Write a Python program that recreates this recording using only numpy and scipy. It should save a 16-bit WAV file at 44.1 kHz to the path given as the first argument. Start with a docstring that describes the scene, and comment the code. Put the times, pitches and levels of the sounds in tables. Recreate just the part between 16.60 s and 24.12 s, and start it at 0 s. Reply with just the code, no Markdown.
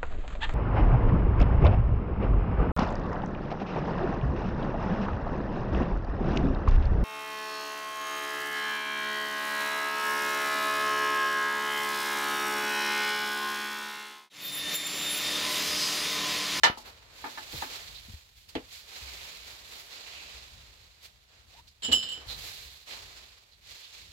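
"""Kitchen clatter from a doorway

A hand-held phone is carried into a small, dead room, its two microphone ports hearing the grip
rumble and a sleeve rub right beside them. Out in the room, kitchen things are put down with a hard
clack, lighter knocks and wooden thuds, while dull bumps come through the phone's own case.
Near 5 s something squeaks faintly, then two glasses clink and chatter against each other."""
import sys
import numpy as np
from scipy import signal
from scipy.fft import rfft, irfft
from scipy.io import wavfile
from scipy.ndimage import uniform_filter1d, map_coordinates

SR = 44100
rng = np.random.default_rng(int(sys.argv[2]) if len(sys.argv) > 2 else 0)


def store_pcm(level_fs):
    """Save levels as 16-bit WAV."""
    pcm = np.round(np.clip(level_fs, -1, 1) * 32767).astype(np.int16)
    wavfile.write(sys.argv[1], SR, np.atleast_2d(pcm).T)


N = 331632
TIME = np.arange(N) / SR
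AGE = TIME[:SR * 3 // 4]  # seconds since the start of a short sound
SIDES = np.array([[1], [-1]])  # left port, right port


def undb(db):
    """Decibels to gain."""
    return 10 ** (np.asarray(db) / 20)


def along(points, hz):
    """Read (f/Hz, value) points on a log-frequency axis."""
    at, value = np.transpose(points)
    return np.interp(np.log(np.maximum(hz, 1)), np.log(at), value)


def bins(size):
    """Frequencies of a spectrum of this many samples."""
    return np.maximum(np.fft.rfftfreq(size, 1 / SR), 1)


def unit(x):
    """Scale so that the mean of both channels has rms 1."""
    return x / np.std(x.mean(axis=0))


def add(out, s, sound):
    """Mix a sound in at time s."""
    start = int(s * SR)
    out[:, start:start + sound.shape[1]] += sound[:, :N - start]


def walk(rate):
    """Random levels held 1 / rate s and smoothed twice."""
    step = int(SR / rate)
    held = np.repeat(rng.standard_normal(N // step + 1), step)[:N]
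    return uniform_filter1d(uniform_filter1d(held, step), step)


def movement(start, rise, hold, fade):
    """Power of one movement: it gathers speed smoothly, holds, then falls 20 dB per fade time."""
    age = TIME - start
    attack = np.sin(np.pi / 2 * np.clip(age / rise, 0, 1)) ** 2
    release = undb(-20 * np.maximum(age - rise - hold, 0) / fade)
    return (attack * release) ** 2


# how alike the phone's two ports hear the room: f/Hz, correlation
PORT_LIKENESS = [(60, 0.9), (150, 0.94), (650, 0.47), (1400, -0.33), (3000, 0.05), (15000, 0)]

def noise(colour, size, grain_db=0):
    """Spectrum of diffuse noise at the two ports; uneven grain sizes make it scratchy."""
    hz = bins(size)
    mid, side = rfft(rng.standard_normal((2, size)) * undb(grain_db * rng.uniform(-0.99, 1, size)))
    alike = along(PORT_LIKENESS, hz)
    return (mid * np.sqrt(1 + alike) + SIDES * side * np.sqrt(1 - alike)) * undb(along(colour, hz))


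def dense_ring(colour, decay, tilt_db=0):
    """A blow and its early reflections: octave bands of noise, each dying at its own rate."""
    size = len(AGE)
    hz = bins(size)
    spectrum = noise(colour, size) * undb(tilt_db * np.log2(np.maximum(hz / 1000, 1)))
    centres = 2. ** np.arange(5, 15)
    bands = np.array([irfft(spectrum * np.maximum(1 - abs(np.log2(hz / c)), 0), size) for c in centres])
    fade = undb(-60 * AGE / along(decay, centres)[:, None])
    return (bands * fade[:, None]).sum(axis=0) / np.std(bands.sum(axis=0))


def ring(modes, tilt_db=0):
    """Decaying modes; the higher ones reach the two ports out of step."""
    out = 0
    for hz, db, t60 in modes:
        apart = np.arccos(along(PORT_LIKENESS, hz)) * rng.choice([-1, 1])
        phase = rng.uniform(0, 2 * np.pi) + SIDES * apart / 2
        fade = undb(db + tilt_db * np.log2(max(hz / 1000, 1)) - 60 * AGE / t60)
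        out = out + fade * np.sin(2 * np.pi * hz * AGE + phase)
    return out


def blows(events, modes, colour, decay, modes_db):
    """An object is struck; softer contact dulls both its modes and its dense ring above 1 kHz."""
    out = np.zeros((2, N))
    for s, db, tilt_db, build, pan_db in events:
        sound = dense_ring(colour, decay, tilt_db) + undb(modes_db) * ring(modes, tilt_db)
        onset = 1 - np.exp(-AGE / build)
        add(out, s, sound * onset * undb(db + SIDES * pan_db / 2))
    return out


# spectrum of the handling noise: f/Hz, level/dB
GRIP_SPECTRUM = [(20, -25), (40, -3.5), (62, -1), (85, -5.5), (130, -15.5), (600, -41.5)]
# fingers shifting on the phone: t/s, hold/s, level/dB
GRIP_SHIFTS = [(0.364, 0.68, -64), (2.403, .1, -57), (3.62, 0.37, -61.5), (5.647, 0.16, -53),
               (6.385, 0.03, -57), (7.376, 0.089, -60)]
# dull bumps on the case itself: t/s, level/dB, f/Hz, t60/s
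CASE_BUMPS = [(0.0993, -12, 215, 0.0046), (0.944, -35.5, 129, 0.09), (0.977, -38, 77, 0.16),
              (1.484, -46, 218, 0.11), (1.495, -38.5, 93.7, 0.14), (1.538, -33.5, 76, 0.12),
              (2.419, -41, 66.2, 0.37), (3.736, -46, 61, 0.28), (5.284, -35.5, 244, 0.29),
              (5.303, -38, 76, 0.31), (5.748, -49, 107, .15)]

def hand(grip_db=-59, settle_db_per_s=1.1, sway_db=4.0):
    """The grip rumbles through the case as it settles, swells when fingers shift, and bumps it."""
    power = undb(grip_db - settle_db_per_s * TIME) ** 2
    for start, hold, db in GRIP_SHIFTS:
        power += movement(start, rise=0.035, hold=hold, fade=0.4) * undb(db) ** 2
    rumble = unit(irfft(noise(GRIP_SPECTRUM, N), N))
    out = rumble * np.sqrt(power) * undb(sway_db * walk(8.8))
    for s, db, hz, t60 in CASE_BUMPS:
        fade = undb(db - 60 * AGE / t60)
        add(out, s, -(fade * np.sin(2 * np.pi * hz * AGE))[None])
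    return out


# spectrum of cloth rubbing at the microphone: f/Hz, level/dB
CLOTH_SPECTRUM = [(90, -31.5), (160, -15), (310, -11.5), (440, -6.5), (1450, -5.5), (2350, -3.5),
                  (3100, -4.5), (4200, -3), (5800, -9.5), (7400, -9.5), (8900, -17.5), (12700, -11),
                  (16000, -16.5)]
# slides beside the ports: t/s, rise/s, hold/s, fade/s, hiss/dB, scrape re hiss/dB, air re hiss/dB
SLEEVE_SLIDES = [(0.054, .1, 0.56, 0.34, -65, 0.5, -14), (0.23, 0.036, .01, 0.11, -56.5, 2, -6.5),
                 (0.467, 0.22, 0.53, .3, -52.5, -6.5, -8.5), (0.868, 0.08, 0.071, 0.35, -46.5, -10, -6.5),
                 (1.03, .1, .025, 0.12, -48.5, -7.5, -14.5), (1.205, 0.066, 0.26, 0.32, -57, -10.5, -8),
                 (1.71, 0.078, 0.011, 0.14, -62.5, -22, -6), (1.852, 0.058, 0.33, 0.31, -61.5, -7.5, -9.5),
                 (2.06, 0.094, 0.0078, 0.14, -50, -18, -8), (2.183, 0.22, 0.27, 0.84, -49.5, -9, -10),
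                 (2.833, 0.061, 0.021, 0.28, -53.5, -6, -10), (3.01, .14, 0.042, 0.28, -52, -7.5, -7.5),
                 (3.255, 0.09, 0.28, 1, -51.5, -7.5, -13.5), (4.4, 0.054, 0.0069, 0.038, -54, -12, -6.5),
                 (4.65, 0.086, .02, 0.57, -66.5, -3.5, -23), (4.826, .12, 0.05, 0.061, -62, -8.5, -12),
                 (5.5, 0.083, 0.1, 0.23, -59.5, 1, -15), (5.649, 0.057, .02, 0.19, -50, -5, -6.5),
                 (5.738, 0.092, 0.042, 0.44, -46, -11.5, -7.5),
                 (6.25, 0.065, 0.025, 0.19, -47, -6.5, -11.5),
                 (6.37, 0.075, 0.15, 0.42, -55.5, -7.5, -12.5), (6.996, 0.11, 0.062, 0.7, -54, -13, -12),
                 (7.28, 0.082, 0.032, 0.31, -55.5, -10.5, -13)]

def sleeve(scrape_hz=1900, air_hz=8200, flutter_db=1.51, sway_db=0.1):
    """Countless fibres slip right beside the ports: a low scrape, a hiss and an airy top."""
    hiss, scrape, air = undb([-73.5, -79, -81]) ** 2  # the cloth never rests entirely
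    for start, rise, hold, fade, db, scrape_db, air_db in SLEEVE_SLIDES:
        power = movement(start, rise, hold, fade) * undb(db) ** 2
        hiss = hiss + power
        scrape = scrape + power * undb(scrape_db) ** 2
        air = air + power * undb(air_db) ** 2
    hz = bins(N)
    fibres = noise(CLOTH_SPECTRUM, N, grain_db=7.5)
    low = 1 / (1 + (hz / scrape_hz) ** 4)
    high = 1 - 1 / (1 + (hz / air_hz) ** 10)
    layers = [(low, scrape), (1 - low - high, hiss), (high, air)]
    rubbing = sum(unit(irfft(fibres * band, N)) * np.sqrt(power) for band, power in layers)
    return rubbing * undb(flutter_db * walk(90) + sway_db * walk(25))  # the cloth catches and lets go


# hard contacts in the room: t/s, level/dB, treble tilt/(dB/octave), build-up/s, left minus right/dB
CLACK_HITS = [(0.0338, -15, -1, 0.0005, 1.5), (0.0378, -17, -3, 0.0011, -2.5),
              (0.0455, -21.5, 0, 0.0015, 4), (0.064, -29, -6, .003, -0.5)]
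# modes of the hard object: f/Hz, level/dB, t60/s
CLACK_MODES = [(835, -7, .16), (912, -3, .18), (983, -2, .18), (1186, -7, .18), (1295, -5, .24),
               (1415, -2, .17), (1772, 4, .15), (2010, -4, .17), (2907, -3, .19), (3050, -4, .17),
               (3290, -3, .13), (3623, 1, .13), (4124, -6, .14)]
# spectrum of its dense ring: f/Hz, level/dB
CLACK_SPECTRUM = [(100, -26.5), (420, -15.5), (850, -2), (1800, -1), (2500, -4.5), (3400, -6.5), (4500, -6),
                  (5600, -8), (7600, -11), (9000, -21), (15000, -35.5)]
# decay of its dense ring: f/Hz, t60/s
CLACK_T60 = [(200, 0.32), (1000, 0.15), (3000, 0.2), (8000, 0.071), (15000, 0.25)]

def clack():
    """A hard kitchen thing is put down: four contacts in quick succession set it ringing."""
    return blows(CLACK_HITS, CLACK_MODES, CLACK_SPECTRUM, CLACK_T60, modes_db=-6)


# sleeve folds catching on the phone: t/s, length/s, level/dB, centre/Hz, width/Hz
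FOLD_STROKES = [(0.165, 0.078, -52, 5640, 8000), (1.271, 0.026, -47.5, 4090, 1478),
                (1.341, 0.08, -51, 3860, 1006), (1.882, 0.045, -55, 6600, 12200),
                (2.369, .6, -55.5, 2380, 700), (3.424, 0.45, -53, 2550, 700),
                (5.067, 0.069, -60, 4780, 2500), (5.671, 0.12, -42.5, 3960, 497),
                (5.86, 0.48, -59, 4100, 600), (6.288, 0.11, -51, 2850, 1448),
                (6.913, .058, -61.5, 4100, 800), (7.217, 0.09, -54, 3400, 1500)]

def folds(rasp_db=3):
    """A fold drags over the case: uneven slips ring one resonance, swelling quickly and fading."""
    out, size = np.zeros((2, N)), len(AGE)
    hz = bins(size)
    for s, length, db, centre, width in FOLD_STROKES:
        resonance = 1 / (1 + 1j * (hz / centre - centre / hz) * centre / width)
        rasp = unit(irfft(noise(CLOTH_SPECTRUM, size) * resonance, size))
        swell = np.interp(AGE / length, [0, 1 / 5, 1 / 2, 1], [0, 1, 3 / 4, 0])
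        add(out, s, undb(db) * swell * rasp)
    return out * undb(rasp_db * walk(120))


# light knocks in the room: t/s, level/dB, treble tilt/(dB/octave), build-up/s, left minus right/dB
HOLLOW_HITS = [(0.173, -46, -20, 0.00063, 1), (0.641, -35, 0.5, 0.00094, -0.5), (.652, -47.5, 6, 0.0012, 2),
               (0.667, -45, 10, 0.001, -2), (0.773, -38, 7.5, 0.0035, -3), (1.0225, -35.5, 2, 0.0009, -0.5)]
# modes of the knocked object: f/Hz, level/dB, t60/s
HOLLOW_MODES = [(904, 11.5, 0.029), (774, -1.5, 0.081), (862, -1, 0.16), (1216, 0, 0.076),
                (1743, -3.5, 0.1)]
# spectrum of its dense ring: f/Hz, level/dB
HOLLOW_SPECTRUM = [(100, -42), (260, -3.5), (550, -10.5), (800, -2), (1400, -2.5), (1750, -5), (2600, -15),
                   (12000, -59)]
# decay of its dense ring: f/Hz, t60/s
HOLLOW_T60 = [(300, 0.31), (3000, 0.11)]

def hollow_knocks():
    """Things set down more lightly answer with a short, hollow midrange ring."""
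    return blows(HOLLOW_HITS, HOLLOW_MODES, HOLLOW_SPECTRUM, HOLLOW_T60, modes_db=0.5)


# thuds in the room: t/s, level/dB, treble tilt/(dB/octave), build-up/s, left minus right/dB
WOOD_HITS = [(1.9522, -31, -1, 0.00029, 0.5), (1.958, -36.5, -9, 0.00099, -3),
             (0.931, -42, -17, 0.0031, -2), (5.286, -34.5, -5, 0.0075, -1.5),
             (5.314, -37.5, -16, 0.014, -1), (5.5755, -53, 1, 0.0006, -6)]
# modes of the wood: f/Hz, level/dB, t60/s
WOOD_MODES = [(268, 2, 0.14), (325, 3, 0.12), (436, 1, .12), (485, 3, 0.12), (665, -4, 0.11),
              (855, -4, 0.12)]
# spectrum of its dense ring: f/Hz, level/dB
WOOD_SPECTRUM = [(50, 3.5), (140, -5.5), (380, -6), (750, -8.5), (1250, -14), (2000, -7.5), (3100, -6),
                 (4800, -18.5), (12000, -36)]
# decay of its dense ring: f/Hz, t60/s
WOOD_T60 = [(100, 0.12), (500, 0.2), (3000, 0.11), (12000, 0.083)]

def wooden_thuds():
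    """Struck wood sounds its low, quickly damped modes."""
    return blows(WOOD_HITS, WOOD_MODES, WOOD_SPECTRUM, WOOD_T60, modes_db=-4)


# course of a squeak, faint at the microphone: t/s, f/Hz, level/dB
SQUEAK_GLIDE = [(4.932, 520, -66), (4.965, 883, -58), (4.99, 940, -54), (5.015, 1020, -68)]

def squeak(roughness=0.053, overtone_db=-13, flutter_db=3):
    """A short, unsteady tone glides upward."""
    s, hz, db = np.transpose(SQUEAK_GLIDE)
    pitch = np.interp(TIME, s, hz) * (1 + roughness * walk(600))
    phase = 2 * np.pi * np.cumsum(pitch) / SR + SIDES / 2
    loudness = np.interp(TIME, s, undb(db), left=0, right=0) * undb(flutter_db * walk(200))
    return (np.sin(phase) + undb(overtone_db) * np.sin(2 * phase)) * loudness


# modes of each glass: f/Hz, level/dB, t60/s
FIRST_GLASS = [(2940, -3.5, 0.31), (3100, -5, 0.25), (5238, -12.5, 0.21), (6950, -13, 0.2),
               (7270, -3, 0.13), (7960, -11, .14), (10200, -24, 0.13), (13750, -25, .2)]
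SECOND_GLASS = [(2920, -1, 0.23), (2960, -3.5, 0.27), (3056, -2.5, 0.26), (5120, -18.5, 0.34),
                (5150, -19, 0.5), (6100, -19.5, 0.028), (7060, -13.5, 0.24), (7205, -10, 0.2),
                (7800, -13.5, 0.2), (10166, -33, 0.24), (10800, -32, 0.3), (13404, -22, 0.18),
                (13950, -30, .17)]
# glass meeting glass in the room: t/s, first glass/dB, second glass/dB, snap/dB
GLASS_CONTACTS = [(5.222, -45, -63, -39.5), (5.231, -30, -60, -38.5), (5.246, -25, -63, -34),
                  (5.315, -37, -28.5, -29), (5.3205, -48, -24.5, -24), (5.3244, -37, -15.5, -32),
                  (5.427, -38, -35, -35.5), (5.487, -46, -33, -45), (5.516, -45, -34.5, -45)]
# spectrum of the clink's snap, with a deep notch near 8.8 kHz from audio coding: f/Hz, level/dB
NOTCHED_SNAP_SPECTRUM = [(250, -8.5), (950, -11.5), (1700, -5.5), (2400, -11), (3030, 6), (3350, 0.5),
                         (4400, -2.5), (6300, -25), (7200, -9), (8050, -9), (8800, -54), (13900, -23),
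                         (14800, -52)]
# decay of the snap: f/Hz, t60/s
SNAP_T60 = [(300, 0.26), (3000, 0.12), (12000, 0.18)]
# the rims sliding on each other: t/s, rise/s, hold/s, fade/s
RIM_SLIDE = (5.218, .01, .29, .14)

def glasses(wall_t60=0.28, wall_gain=0.4, ring_db=-1, graze_db=-47, shiver_s=2.2e-5):
    """Each contact snaps and rings both glasses; the rims graze, and the near walls return the ring."""
    rings, snaps = np.zeros((2, 2, N))
    onset = 1 - np.exp(-AGE / .0012)
    for s, first_db, second_db, snap_db in GLASS_CONTACTS:
        both = undb(first_db) * ring(FIRST_GLASS) + undb(second_db) * ring(SECOND_GLASS)
        add(rings, s, onset * both)
        add(snaps, s, onset * undb(snap_db) * dense_ring(NOTCHED_SNAP_SPECTRUM, SNAP_T60))
    friction = unit(irfft(noise(NOTCHED_SNAP_SPECTRUM, N), N))
    graze = undb(graze_db) * np.sqrt(movement(*RIM_SLIDE)) * friction
    # the touching rims disturb the ring: low partials stay clear, high ones jangle
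    rings = np.array([map_coordinates(side, [(TIME + shiver_s * walk(450)) * SR]) for side in rings])
    walls = rng.standard_normal((2, len(AGE))) * undb(-60 * AGE / wall_t60)
    walls *= wall_gain / np.linalg.norm(walls, axis=1, keepdims=True)
    reflections = signal.fftconvolve(rings, walls, axes=1)[:, :N]
    return snaps + graze + undb(ring_db) * (rings + reflections)


def scene():
    """The room's sounds and the handling noise, as they reach the two ports."""
    kitchen = clack() + hollow_knocks() + wooden_thuds() + glasses()
    handling = sleeve() + folds() + hand()
    return kitchen + handling + squeak()


# imbalance of the phone's microphone ports: f/Hz, left minus right/dB
PORT_BALANCE = [(60, 3), (700, 4), (1400, 2), (2400, -5), (3050, -6), (4300, -11), (5200, -5), (6200, 2),
                (7400, 5), (10000, -7.5), (15000, 0.5)]

def record(dry, bass_hz=40, top_hz=15800):
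    """The phone: each port has its own colour; deep bass and top are cut, the highest peaks rounded."""
    low_cut = signal.butter(2, bass_hz, "high", fs=SR, output="sos")
    high_cut = signal.ellip(10, .2, 70, top_hz, fs=SR, output="sos")
    coloured = irfft(rfft(dry) * undb(SIDES * along(PORT_BALANCE, bins(N)) / 2), N)
    rounded = np.tanh(signal.sosfilt(low_cut, coloured))
    return signal.sosfilt(high_cut, rounded)


dry = scene()
out = record(dry)
store_pcm(out)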